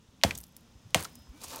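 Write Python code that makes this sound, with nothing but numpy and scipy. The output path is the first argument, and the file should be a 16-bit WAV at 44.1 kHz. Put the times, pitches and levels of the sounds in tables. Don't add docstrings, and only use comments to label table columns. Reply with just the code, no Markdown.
import sys
import numpy as np
from scipy import signal
from scipy.fft import rfft, irfft
from scipy.io import wavfile
from scipy.ndimage import uniform_filter1d

SR = 44100
rng = np.random.default_rng(int(sys.argv[2]) if len(sys.argv) > 2 else 0)


def dump(signal):
    limited = np.clip(np.atleast_2d(signal).T, -1, 1)
    pcm = np.round(limited * 32767).astype(np.int16)
    wavfile.write(sys.argv[1], SR, pcm)


N = 70560
T = np.arange(N) / SR
HZ = np.fft.rfftfreq(N, 1 / SR)
SHORT = 4096
GRIT_HZ, YARD_RISE_S = 8000, 0.0042


def amp(db):
    return 10 ** (np.asarray(db) / 20)


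def unit(x):
    return x / np.sqrt(np.mean(x ** 2) + 1e-20)


def noise(gain):
    return unit(irfft(gain * (rng.standard_normal(len(gain)) + 1j * rng.standard_normal(len(gain)))))


def colour(points):
    hz, db = np.transpose(points)
    return amp(np.interp(np.log(HZ + 1), np.log(hz), db))


def band(hz, octaves, size=N):
    octaves_away = np.log2((np.fft.rfftfreq(size, 1 / SR) + 1) / hz)
    return 1 / (1 + (octaves_away / octaves) ** 2) ** 1.5


def fade(rise_s, t60_s, size=N):
    return (1 - np.exp(-T[:size] / rise_s)) * np.exp(-np.log(1000) * T[:size] / t60_s)


def at(s, x):
    return np.pad(x, (max(round(s * SR), 0), N - len(x)))[:N]


def swell(s, db, hz, width_s, glide=0):
    t = T - s
    knots = T[::SR // 100]
    waver = 0.7 * np.sqrt(hz / 2000) * np.interp(T, knots, rng.standard_normal(len(knots)))
    envelope = np.exp(-np.minimum((t / width_s) ** 2, 60) / 2)
    return amp(db) * envelope * np.cos(2 * np.pi * (hz * t + glide * t ** 2 / 2) + waver)


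def background():
    # frequency in Hz, level in dB.
    air_eq = [(15, -36), (25, -5), (66, -3.5), (122, -4), (227, -3.5), (313, -10.5), (349, -15),
              (495, -14.5), (648, -19), (997, -19), (1240, -21), (1380, -21), (1620, -25), (1850, -23),
              (2170, -27), (2770, -22.5), (3000, -23), (3630, -21.5), (4150, -26.5), (6210, -23.5),
              (7300, -28.5), (11200, -37), (15500, -38.5)]
    # time in seconds, level in dB.
    air_levels = [(0, -62), (.5, -60.5), (.8, -59.5), (1.15, -57), (1.27, -58.5), (1.6, -56)]
    # peak time in seconds, level in dB, pitch in Hz, half length in seconds.
    bumps = [(0.09, -50.5, 80, 0.0043), (0.387, -48.5, 62, 0.028), (0.759, -46.5, 72.4, 0.0052),
             (.862, -45, 106, 0.0097), (1.208, -51, 72.5, 0.013), (1.303, -40, 60, 0.0089),
             (1.388, -55, 99, 0.0081), (1.493, -50.5, 77.4, 0.025)]
    # as for a bump, then glide in Hz per second.
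    tones = [(1.19, -63, 5110, .08, 100), (.65, -58, 235, .02, 0), (1.16, -55, 240, .03, 0),
             (1.348, -52, 280, .02, 1500), (.75, -76, 5100, .3, 0), (1.365, -68, 2310, .035, 500),
             (1.37, -69, 1490, .03, 1000)]
    air = amp(np.interp(T, *np.transpose(air_levels))) * noise(colour(air_eq))
    return air + sum(swell(*bump) for bump in bumps) + sum(swell(*tone) for tone in tones)


def chips():
    # start in seconds, level in dB, pitch in Hz,
    # width in octaves, t60 in seconds.
    landings = [(0.214, -30.5, 2780, 0.78, 0.0027), (0.3086, -20.5, 2080, 0.4, .016),
                (.3080, -29, 4500, 0.72, 0.016), (0.351, -33, 7050, 0.73, 0.012),
                (0.3533, -25.5, 5100, 0.86, 0.0067), (.3742, -36, 12000, 0.65, .008),
                (0.3768, -29.5, 8700, 0.75, 0.013), (0.3854, -28.5, 11000, 1.4, 0.009),
                (0.403, -39, 9500, 1.9, 0.014), (0.4123, -37, 12000, 0.59, 0.0095),
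                (.4335, -45.5, 4930, 1.5, 0.011), (0.438, -34.5, 8200, 3, 0.0089),
                (.4675, -48, 10000, 1.3, 0.0071), (.5655, -33, 11100, 1.75, 0.01),
                (0.608, -57, 11000, 0.86, 0.0092), (0.905, -51, 4900, 1.3, 0.013),
                (1.0064, -29, 10600, 0.61, 0.0094), (1.0261, -24, 8240, 0.93, 0.0056),
                (1.0363, -26.5, 10200, 0.28, 0.0062), (1.045, -35, 5000, 1.8, 0.031),
                (1.0500, -34, 5000, 0.82, 0.02), (1.0514, -34, 1190, 0.53, 0.026),
                (1.1541, -39.5, 8860, 1.5, 0.014), (1.271, -53, 906, 0.73, 0.018),
                (1.415, -44.5, 6000, 1.3, 0.043), (1.435, -39, 6900, 1, 0.032),
                (1.4395, -38.5, 7000, .9, 0.075), (1.4350, -74, 810, .5, 0.06),
                (1.4833, -40, 6200, 1.5, 0.016), (1.5593, -30, 11300, 1.1, 0.013)]
    tail = amp(-24) * fade(YARD_RISE_S, t60_s=0.092, size=SHORT)
    out = np.zeros(N)
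    for s, db, hz, octaves, t60_s in landings:
        click = fade(0.00048, t60_s, SHORT)
        out += at(s, amp(db) * (click + tail) * noise(band(hz, octaves, SHORT)))
    return out


def snap(gain):
    build_cycles, lag_s = 1.4, 0.0002
    turns = build_cycles * np.log(HZ + 1) + lag_s * HZ
    pulse = irfft(gain * np.exp(-2j * np.pi * turns))[:SHORT]
    return at(0, pulse / np.abs(signal.hilbert(pulse)).max())


def ring(modes, rise_s):
    out = np.zeros(SHORT)
    for k, (hz, db, t60_s) in enumerate(modes):
        gain = (-1) ** k * amp(db + rng.normal(0, 1))
        out += gain * fade(rise_s, t60_s, SHORT) * np.sin(2 * np.pi * hz * T[:SHORT])
    return at(0, out)


def grains(per_s, hz):
    impacts = (rng.random(N) < per_s / SR) * rng.standard_normal(N)
    tick = noise(band(hz, octaves=0.78, size=SHORT)) * fade(0.0001, t60_s=0.0035, size=SHORT)
    return unit(signal.oaconvolve(impacts, tick)[:N])


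def hammer():
    # start in seconds, snap level in dB, snap pitch in Hz, crack, ring and knock
    # levels in dB, thud delay in seconds, then thud, ground, yard and grit levels in dB.
    blows = [(0.2359, -1.5, 3554, -12, -24, -18, .0108, -16, -31.5, -35.5, -54.5),
             (0.9455, -4, 2980, -17.5, -24, -21, .0112, -20, -38.5, -33, -32.5)]
    # frequency in Hz, level in dB.
    contact_eqs = [
        [(250, -6), (600, -3), (1000, 1.5), (1800, -7), (2500, 1), (4100, -2.5), (5000, -7), (6300, -10),
         (10000, -12), (15500, -21)],
        [(250, -36), (600, 4.5), (1000, 0), (1400, -9), (2200, -2), (3200, -1), (4300, -12.5), (6000, -1.5),
         (9000, -5.5), (15500, -11)],
    ]
    # pitch in Hz, relative level in dB, t60 in seconds.
    rock_modes = [(1488, -3, 0.027), (1899, -6.5, 0.053), (2135, -1, .05), (2428, -8, 0.065),
                  (2740, -3, 0.034), (2944, -17, 0.028), (3105, -4.5, .05), (3357, -8, 0.066),
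                  (4060, -5, 0.0204), (4400, -9, 0.053), (5250, -13.5, .04), (6140, -4, .05),
                  (7050, -9.5, 0.042)]
    knock_modes = [(525, 4.5, 0.015), (662, 6.5, 0.018), (796, 3, 0.025), (1076, 1, 0.0088)]
    thud_modes = [(85, -12, 0.13), (169, 1.5, 0.027), (293, 0, 0.017), (502, -3, 0.015), (702, 1.5, .028)]
    # frequency in Hz, level in dB.
    ground_eq = [(25, -28), (55, -11.5), (80, 0.5), (110, -7), (165, 0.5), (240, -9), (400, -16.5),
                 (900, -50)]
    # frequency in Hz, level in dB.
    yard_eq = [(120, -41.5), (200, -11), (515, -3), (974, -6), (1280, -8.5), (2560, -12.5), (3010, -11.5),
               (3300, -12.5), (7620, -17.5), (11000, -22), (15500, -26.5)]
    lingering = 1 + amp(-8.5) * sum(1 / (1 + ((HZ - hz) / 35) ** 2) for hz, _, _ in rock_modes)
    late_damping = np.exp(-np.log(1000) * np.maximum(T - 0.056, 0) / 0.9)
    yard_envelope = fade(YARD_RISE_S, 0.45) * late_damping
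    radiate = signal.butter(2, 380, "highpass", fs=SR, output="sos")
    out = np.zeros(N)
    for blow, contact_eq in zip(blows, contact_eqs):
        s, snap_db, snap_hz, crack_db, ring_db, knock_db = blow[:6]
        thud_delay_s, thud_db, ground_db, yard_db, grit_db = blow[6:]
        contact = colour(contact_eq)
        pulse = amp(snap_db) * snap(contact * band(snap_hz, octaves=1.46))
        crack = amp(crack_db) * fade(0.00013, t60_s=0.025) * noise(contact)
        stone = amp(ring_db) * ring(rock_modes, rise_s=0.00078)
        knock = amp(knock_db) * at(0.001123, ring(knock_modes, rise_s=0.0002))
        strike = signal.sosfilt(radiate, pulse + crack + stone + knock)
        crunch = amp(-12) * fade(0.00017, t60_s=0.042) * noise(colour(yard_eq))
        thud = amp(thud_db) * (ring(thud_modes, rise_s=0.00017) + crunch)
        ground = amp(ground_db) * fade(YARD_RISE_S, t60_s=0.37) * noise(colour(ground_eq))
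        yard = amp(yard_db) * yard_envelope * noise(colour(yard_eq) * lingering)
        spray = amp(grit_db) * fade(0.037, t60_s=0.2) * grains(per_s=506, hz=GRIT_HZ)
        trickle = amp(-52.5) * fade(0.037, t60_s=0.73) * grains(per_s=250, hz=11500)
        out += at(s, strike + yard + spray + trickle + at(thud_delay_s, thud + ground))
    return out


def foot():
    # time in seconds, relative grit and scrape levels in dB.
    scuff = [(1.3, -70, -73), (1.304, -64, -77), (1.328, -68, -50.5), (1.394, -60.5, -67),
             (1.444, -50.5, -43), (1.46, -56.5, -59.5), (1.518, -46.5, -49.5), (1.53, -47.5, -41.5),
             (1.6, -53.5, -47)]
    # frequency in Hz, level in dB.
    grit_eq = [(1060, -6.5), (1800, -13.5), (2510, 2.5), (2720, -1.5), (4590, 1), (11000, -7.5),
               (12800, -10), (15500, -10.5)]
    # frequency in Hz, level in dB.
    scrape_eq = [(120, -38), (200, -14), (267, -6.5), (420, -8.5), (471, -1.5), (816, -9.5), (882, -1),
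                 (1170, -7), (2000, -19), (2600, -53), (4400, -120)]
    times, grit_db, scrape_db = np.transpose(scuff)
    fade_in = np.clip((T - times[0]) / 0.13, 0, 1)
    crackle = amp(-6) * grains(per_s=320, hz=GRIT_HZ)
    roughness_db = 3 * unit(uniform_filter1d(rng.standard_normal(N), size=70))
    hiss = amp(roughness_db) * noise(colour(grit_eq))
    grit = amp(np.interp(T, times, grit_db) + 2.5) * unit(hiss + crackle)
    scrape = amp(np.interp(T, times, scrape_db) - 2) * noise(colour(scrape_eq))
    return fade_in * (grit + scrape)


def scene():
    return (hammer() + chips() + foot() + background())[None]


def record(dry):
    low_cut_hz, top_hz, ceiling = 19, 15900, 1.2
    thinned = signal.sosfilt(signal.butter(2, low_cut_hz, "highpass", fs=SR, output="sos"), dry)
    rounded = thinned / (1 + np.abs(thinned / ceiling) ** 6) ** (1 / 6)
    high_cut = 1 / (1 + (np.fft.rfftfreq(2 * N, 1 / SR) / top_hz) ** 200)
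    return irfft(rfft(rounded, 2 * N) * high_cut)[:, :N]


dry = scene()
out = record(dry)
dump(out)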